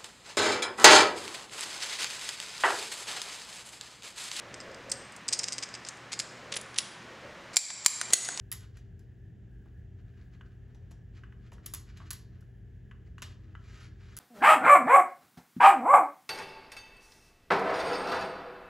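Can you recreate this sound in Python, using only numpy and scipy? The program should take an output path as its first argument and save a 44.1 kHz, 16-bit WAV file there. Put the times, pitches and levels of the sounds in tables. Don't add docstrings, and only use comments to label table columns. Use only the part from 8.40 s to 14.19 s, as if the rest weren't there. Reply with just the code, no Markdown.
import sys
import numpy as np
from scipy import signal
from scipy.fft import rfft, irfft, next_fast_len
from scipy.io import wavfile
from scipy.ndimage import uniform_filter1d

SR = 44100
rng = np.random.default_rng(int(sys.argv[2]) if len(sys.argv) > 2 else 0)


def unload_audio(sound):
    columns = np.transpose(np.atleast_2d(sound))
    steps = np.round(np.clip(columns, -1, 1) * 32767)
    wavfile.write(sys.argv[1], SR, steps.astype(np.int16))


N = 255339
T = np.arange(N) / SR
HIT_T = T[:SR // 10]

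# frequency in Hz, level in dB, t60 in seconds.
BOARD_MODES = [(1023, -4.5, 0.021), (1120, -8, 0.043), (1250, -9.5, 0.039), (1505, -1, 0.02),
               (1720, -6.5, 0.028), (1960, -7, 0.042), (2545, -1, 0.0086), (2947, -2.5, 0.022)]
# frequency in Hz, relative density in dB.
KNOCK_SPECTRUM = [(150, -42), (750, -19.5), (1100, -2), (1900, 3.5), (2300, -3.5), (3200, 2), (5000, -3.5),
                  (8000, -5), (16000, -24.5)]


def snap(hardness, plug_hz):
    # frequency in Hz, relative density in dB.
    crack_spectrum = [(300, -56.5), (2000, -25), (4000, -8), (7000, -1), (9500, 1.5), (11000, 2),
                      (12900, 5), (13700, 2), (15000, 1), (16500, -11.5)]
    # frequency in Hz, level in dB, t60 in seconds.
    blade_modes = [(7690, -5.5, .02), (10200, 0, 0.022), (10530, 9.5, .025), (10740, 6.5, 0.013),
                   (11540, 1, 0.02)]
    crack = burst(crack_spectrum, fast_s=0.0012, slow_s=0.005, slow_db=-16)
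    metal = crack + undb(-10) * ring(blade_modes, detune=0.007)
    soft_edge_hz, hard_edge_hz = 5200, 17500
    edge_hz = soft_edge_hz * (hard_edge_hz / soft_edge_hz) ** hardness
    metal = colour(metal, [(edge_hz * 0.72, 0), (edge_hz, -2), (edge_hz * 2, -18)])
    metal_db = -0.5 + 14.5 * hardness
    plug = undb(-5) * ring([(plug_hz, 0, 0.0092)], detune=0.022)
    board = undb(-7) * ring(BOARD_MODES, detune=0.012)
    housing = burst(KNOCK_SPECTRUM, fast_s=0.0092, slow_s=0.02, slow_db=-13)
    return housing + board + plug + undb(metal_db) * metal


def snaps():
    # start in seconds, knock level in dB, hardness (0 plastic, 1 bare metal),
    # plug pitch in Hz, delay of the seating click in seconds (0 for none).
    clicks = [(0.1164, -39.5, 0.88, 4800, 0.0092), (0.1196, -48, 0, 1890, 0.0017),
              (0.2068, -58, 0.41, 2840, 0.0009), (0.3704, -56.5, 0.32, 2850, 0.00031),
              (0.5929, -68.5, 0.55, 5150, 0.00086), (2.347, -60.5, 0, 5780, 0),
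              (2.5108, -59, 0.39, 5783, 0.005), (3.1184, -58, 0.088, 2390, 0.00072),
              (3.131, -59, 0.43, 5600, 0.005), (3.2606, -46, 0.88, 6340, 0.0028),
              (3.3372, -43.5, 0.9, 1130, 0.0016), (3.3468, -46, 0.8, 6820, 0.001),
              (3.572, -49.5, 0.16, 3830, 0), (3.706, -39, 0.72, 4500, .0042),
              (3.7314, -52.5, 1, 6740, 0.0017), (4.008, -70.5, 0.56, 5700, 0.0038),
              (4.782, -58.5, 0, 6920, 0.0017), (4.8206, -37, 0.28, 2891, 0.0047),
              (5.767, -47, 0.78, 1450, 0.0067), (5.7875, -45.5, 0.76, 6550, 0.014)]
    out = np.zeros(N)
    for start_s, db, hardness, plug_hz, seat_s in clicks:
        add(out, start_s, undb(db) * snap(hardness, plug_hz))
        if seat_s > 0:
            add(out, start_s + seat_s, undb(db + 0.5) * snap(hardness, plug_hz))
    return out


def taps():
    # start in seconds, level in dB, spot note in Hz, its gain in dB, upper-mode gain in dB.
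    hits = [(0.1209, -42.5, 1920, 5, 4), (2.0104, -44.5, 1533, 1, -3), (2.836, -43.5, 1560, -6, -2),
            (2.9237, -50.5, 1400, -12, -5.5), (3.12, -54, 1220, -6, -1), (3.182, -52.5, 1326, -2, -5),
            (3.263, -56, 1250, -3, -3), (3.3347, -52, 1150, 7.5, -6), (3.6024, -44.5, 1110, 8, -8),
            (3.6174, -48, 1133, 2, -13.5), (4.025, -57, 1590, -1, -2), (4.512, -44, 1687, -7.5, -2.5),
            (4.7813, -41.5, 1590, -15, -3), (4.823, -41, 1180, 4.5, -22), (5.152, -40, 1364, 1, -2.5)]
    spot_t60_s = 0.02
    out = np.zeros(N)
    for start_s, db, spot_hz, spot_db, upper_db in hits:
        board = ring(BOARD_MODES, detune=0.014)
        spot = undb(spot_db) * ring([(spot_hz, 0, spot_t60_s)], detune=0.008)
        knock = undb(-5) * burst(KNOCK_SPECTRUM, fast_s=0.006, slow_s=0.012, slow_db=-18.5)
        contact = [(450, -15), (850, -4.5), (1300, 0), (1750, -0.5), (2400, upper_db),
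                   (3100, upper_db), (4000, upper_db - 12.5), (16000, upper_db - 12)]
        add(out, start_s, undb(db) * blow(colour(board + spot + knock, contact)))
    return out


def bumps():
    # start in seconds, level in dB.
    touches = [(1.258, -56.5), (2.349, -58), (2.512, -53.5), (3.121, -46.5), (3.603, -53), (4.822, -49)]
    # frequency in Hz, relative density in dB.
    thud_spectrum = [(100, -15.5), (400, -2), (600, 1), (850, -3), (1400, -11), (5000, -36.5)]
    out = np.zeros(N)
    for start_s, db in touches:
        add(out, start_s, undb(db) * burst(thud_spectrum, fast_s=0.0072, slow_s=0.019, slow_db=-8))
    return out


def rub(slips, tilt_db_per_octave):
    # frequency in Hz, gain in dB.
    insulation = [(300, -1.5), (900, -8.5), (1300, 5.5), (1900, 4.5), (2500, 1), (4000, -2), (7000, -7.5),
                  (11000, -21), (16000, -31)]
    lowest_hz = insulation[0][0]
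    tilted = [(hz, db + tilt_db_per_octave * np.log2(hz / lowest_hz)) for hz, db in insulation]
    return unit(colour(slips, tilted))


def wires():
    # fastest moment in seconds, level in dB, rise in seconds.
    strokes = [(.245, -64, 0.022), (.36, -67, 0.0092), (.374, -65, 0.006), (1.274, -76.5, 0.022),
               (1.598, -73, 0.013), (1.69, -77.5, 0.023), (1.809, -72.5, 0.035), (1.948, -68, 0.016),
               (2.065, -72, 0.013), (2.12, -75.5, 0.016), (2.31, -74.5, 0.017), (2.52, -69, 0.0079),
               (2.778, -67.5, 0.024), (3.066, -68.5, 0.03), (3.253, -68, 0.018), (3.498, -62.5, 0.017),
               (3.61, -65.5, 0.045), (3.672, -63.5, 0.013), (3.96, -74, 0.042), (4.675, -68.5, 0.01),
               (4.92, -63.5, 0.014), (5.09, -73.5, 0.068), (5.331, -63, 0.075), (5.43, -60, 0.053),
               (5.615, -69.5, 0.0096), (5.71, -64.5, 0.079)]
    slips = rng.standard_normal(N) * undb(3.4 * np.minimum(rng.exponential(size=N), 5))
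    search_from_s, search_to_s = 1.64, 3.3
    searching = uniform_filter1d(1.0 * ((T > search_from_s) & (T < search_to_s)), size=SR // 20)
    out = searching * undb(-86.5 + 4.5 * walk(4.1)) * rub(slips, tilt_db_per_octave=-6)
    for peak_s, db, rise_s in strokes:
        moving = np.abs(T - peak_s) < 0.5
        t = T[moving] - peak_s
        width_s = np.where(t < 0, rise_s, 0.57 * rise_s)
        speed = np.exp(-(t / width_s) ** 2 / 2)
        tilt_db_per_octave = -0.5 + 0.28 * (db + 62)
        out[moving] += undb(db) * speed * rub(slips[moving], tilt_db_per_octave)
    return out * undb(walk(30))


def catches(rubbing):
    # frequency in Hz, relative density in dB.
    tick_spectrum = [(700, -20), (1500, -1), (2500, 0), (4500, -7), (7500, -16), (15000, -34)]
    ticks_per_s = 70
    rubbing_rms = np.sqrt(np.abs(uniform_filter1d(rubbing ** 2, size=SR // 50)))
    ticks = (rng.random(N) < ticks_per_s / SR) * rng.uniform(0.39, 1, N)
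    return rubbing_rms * undb(-8.5) * unit(colour(ticks, tick_spectrum))


def squeaks():
    # peak time in seconds, level in dB, pitch in Hz, rise in seconds.
    slides = [(2.355, -84, 5900, 0.011), (2.526, -80, 5600, 0.013), (5.43, -75.5, 10160, 0.015)]
    out = np.zeros(N)
    t = HIT_T - HIT_T.mean()
    for peak_s, db, hz, rise_s in slides:
        band = [(hz * 0.7, -40), (hz * 0.94, -10), (hz, 0), (hz * 1.06, -10), (hz * 1.3, -40)]
        scrape = unit(colour(rng.standard_normal(len(t)), band))
        swell = np.exp(-(t / rise_s) ** 2 / 2)
        add(out, peak_s + t[0], undb(db) * swell * scrape)
    return out


def squeal():
    # time in seconds, pitch in Hz, level in dB.
    pull = [(3.82, 11950, -110), (3.87, 11880, -98), (3.951, 12220, -97), (4.01, 11950, -99),
            (4.06, 11300, -99), (4.1, 11040, -100), (4.181, 11150, -97), (4.26, 11020, -110)]
    times_s, hz, db = np.transpose(pull)
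    pitch_hz = np.interp(T, times_s, hz) + 45 * walk(90)
    level_db = np.interp(T, times_s, db) + walk(40)
    slipping = (T > times_s[0]) & (T < times_s[-1])
    return slipping * undb(level_db) * np.sqrt(2) * np.sin(2 * np.pi * np.cumsum(pitch_hz) / SR)


def whistle():
    # time in seconds, level in dB, pitch shift in Hz.
    course = [(0, -74, 0.5), (.45, -82, -29.5), (.67, -80, -0.5), (.88, -78.5, 60.5), (1.042, -86, 0.5),
              (1.11, -78, -39.5), (1.19, -76.5, -40), (1.3, -78, -21), (1.4, -73.5, 10),
              (1.52, -85.5, -0.5), (1.8, -75, -20.5), (2.2, -79.5, 0.5), (5.79, -77.5, -1)]
    # frequency in Hz, relative density in dB.
    band = [(1200, -35.5), (1570, -11), (1680, -2), (1810, -10), (2400, -34.5)]
    times_s, level_db, shift_hz = np.transpose(course)
    drift_hz = np.interp(T, times_s, shift_hz) + 18 * walk(5)
    shifted = np.real(signal.hilbert(noise(band)) * np.exp(2j * np.pi * np.cumsum(drift_hz) / SR))
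    return undb(np.interp(T, times_s, level_db) + 1.2 * walk(12)) * shifted


def hum():
    # frequency in Hz, level in dB, wavering share.
    tones = [(49.83, -57.5, 0.02), (56.27, -60.5, 0.42), (89.5, -58.5, 0.69), (101.1, -61, 0.53),
             (120.2, -54.5, 0.025), (166.6, -68.5, 0.93), (197.5, -72, .7), (240.1, -71.5, 0.1),
             (317, -74, 0.79), (390.8, -73, 0.22), (441, -84, 0.31)]
    lean_db_per_hz = 0.0137 * np.array([[1], [-1]]) / 2
    out = np.zeros((2, N))
    for hz, db, waver in tones:
        swing = 1 - waver + waver * (walk(4.1) + 1j * walk(2.3))
        tone = unit(np.real(swing * np.exp(2j * np.pi * (hz * T + rng.random()))))
        out += tone * undb(db + lean_db_per_hz * hz)
    return out


def machines():
    # frequency in Hz, relative density in dB.
    rumble_spectrum = [(20, -54), (36, -25.5), (48, -3.5), (62, 4), (90, 6.5), (135, -8), (175, -4),
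                       (270, -17.5), (420, -18.5), (580, -33), (1150, -66)]
    fan_spectrum = [(300, -10), (700, 2), (1100, -13), (1700, -1.5), (2300, -9.5), (3000, -8.5),
                    (4200, -20.5), (7000, -20.5), (10000, -31.5), (16000, -30)]
    rumble = undb(-52.5) * spread(noise(rumble_spectrum), noise(rumble_spectrum))
    fan = undb(-75.5 + 0.5 * walk(4.1)) * spread(noise(fan_spectrum), noise(fan_spectrum))
    return rumble + fan + whistle() + hum()


def bench(x, lag_s, echo_db):
    return x + undb(echo_db) * np.interp(T - lag_s, T, x, left=0)


def room(x, wet_db, build_s):
    # frequency in Hz, t60 in seconds.
    decay = [(500, 0.61), (1600, 0.32), (4200, 0.38), (8000, 0.26), (11000, 0.21), (16000, 0.07)]
    centres_hz, t60s = np.transpose(decay)
    t = T[:SR * 3 // 4]
    hz = np.fft.rfftfreq(len(t), 1 / SR)
    spectra = rfft(rng.standard_normal((2, len(t))))
    tails = np.zeros((2, len(t)))
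    for share, t60_s in zip(np.eye(len(decay)), t60s):
        band = along(np.c_[centres_hz, share], hz)
        tails += irfft(spectra * band, len(t)) * np.exp(-np.log(1000) * t / t60_s)
    tails *= 1 - np.exp(-t / build_s)
    echoes = spread(*tails) * undb(wet_db) / np.sqrt(np.sum(tails[0] ** 2))
    return signal.oaconvolve(x[None], echoes, axes=1)[:, :N]


def all_round(source, wet_db, build_s, count):
    return sum(room(source(), wet_db, build_s) for _ in range(count)) / np.sqrt(count)


def spread(mid, other):
    # frequency in Hz, gain of that part in dB.
    width = [(60, -19), (130, -12), (300, -8), (650, -3), (1300, -4), (2400, -16), (6000, -27),
             (15000, -13)]
    size = next_fast_len(len(mid), real=True)
    side_gain = undb(along(width, np.fft.rfftfreq(size, 1 / SR)))
    side = irfft(rfft(other, size) * side_gain, size)[:len(mid)]
    return np.array([mid + side, mid - side])


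def ring(modes, detune):
    hz, db, t60_s = np.transpose(modes)[:, :, None]
    pitch_ratio = 1 + detune * rng.standard_normal(hz.shape)
    sign = rng.choice([-1, 1], hz.shape)
    waves = np.sin(2 * np.pi * hz * pitch_ratio * HIT_T) * np.exp(-np.log(1000) * HIT_T / t60_s)
    return blow(np.sum(sign * undb(db) * waves, axis=0))


def burst(spectrum, fast_s, slow_s, slow_db):
    fade = np.exp(-HIT_T / fast_s) + undb(slow_db) * np.exp(-HIT_T / slow_s)
    return blow(colour(rng.standard_normal(len(HIT_T)) * fade, spectrum))


def noise(spectrum):
    size = next_fast_len(N, real=True)
    gain = undb(along(spectrum, np.fft.rfftfreq(size, 1 / SR)))
    return unit(irfft(rfft(rng.standard_normal(size)) * gain, size)[:N])


def walk(rate_hz):
    size = 4096
    hz = np.fft.rfftfreq(size, N / SR / size)
    slow = irfft(rfft(rng.standard_normal(size)) / (1 + (hz / rate_hz) ** 4))
    return unit(np.interp(T, np.linspace(0, N / SR, size), slow))


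def colour(x, response):
    size = 2048
    cepstrum = irfft(np.log(undb(along(response, np.fft.rfftfreq(size, 1 / SR)))))
    cepstrum[1:size // 2] *= 2
    cepstrum[size // 2 + 1:] = 0
    return signal.fftconvolve(x, irfft(np.exp(rfft(cepstrum))))[:len(x)]


def along(points, hz):
    points_hz, values = np.transpose(points)
    return np.interp(np.log(hz + 1), np.log(points_hz), values)


def add(track, start_s, sound):
    start = int(np.clip(start_s * SR, 0, N - 1))
    track[start:start + len(sound)] += sound[:N - start]


def blow(x):
    return x / np.sqrt(np.sum(x ** 2) * 1000 / SR)


def unit(x):
    return x / np.sqrt(np.mean(x ** 2))


def undb(db):
    return 10 ** (np.asarray(db) / 20)


def scene():
    rubbing = wires()
    handling = bumps() + rubbing + catches(rubbing) + squeaks() + squeal()
    direct = bench(snaps() + handling, lag_s=0.0033, echo_db=-16) + taps()
    echoes = (all_round(snaps, wet_db=-6.5, build_s=0.0012, count=3)
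              + all_round(taps, wet_db=-8.5, build_s=0.0013, count=3)
              + room(handling, wet_db=-5.5, build_s=0.00068))
    fade_in = np.minimum(T / 0.006, 1)
    return (direct + echoes + machines()) * fade_in


def record(dry):
    # frequency in Hz, lead of the left port in radians.
    port_phase = [(2000, 0), (3400, -.55), (6300, -.45), (7400, 0), (8100, 1.9), (8500, 3.0), (9400, 3.3),
                  (9900, 4.3), (11100, 6.3), (13400, 9.4), (15600, 12.5)]
    top_hz = 16200
    size = next_fast_len(N + len(HIT_T), real=True)
    lead_rad = np.interp(np.fft.rfftfreq(size, 1 / SR), *np.transpose(port_phase))
    rotation = np.exp(1j * lead_rad * np.array([[1], [-1]]) / 2)
    pair = irfft(rfft(dry, size) * rotation, size)[:, :N]
    return signal.sosfilt(signal.ellip(8, 0.2, 70, top_hz, fs=SR, output="sos"), pair)


dry = scene()
out = record(dry)
unload_audio(out)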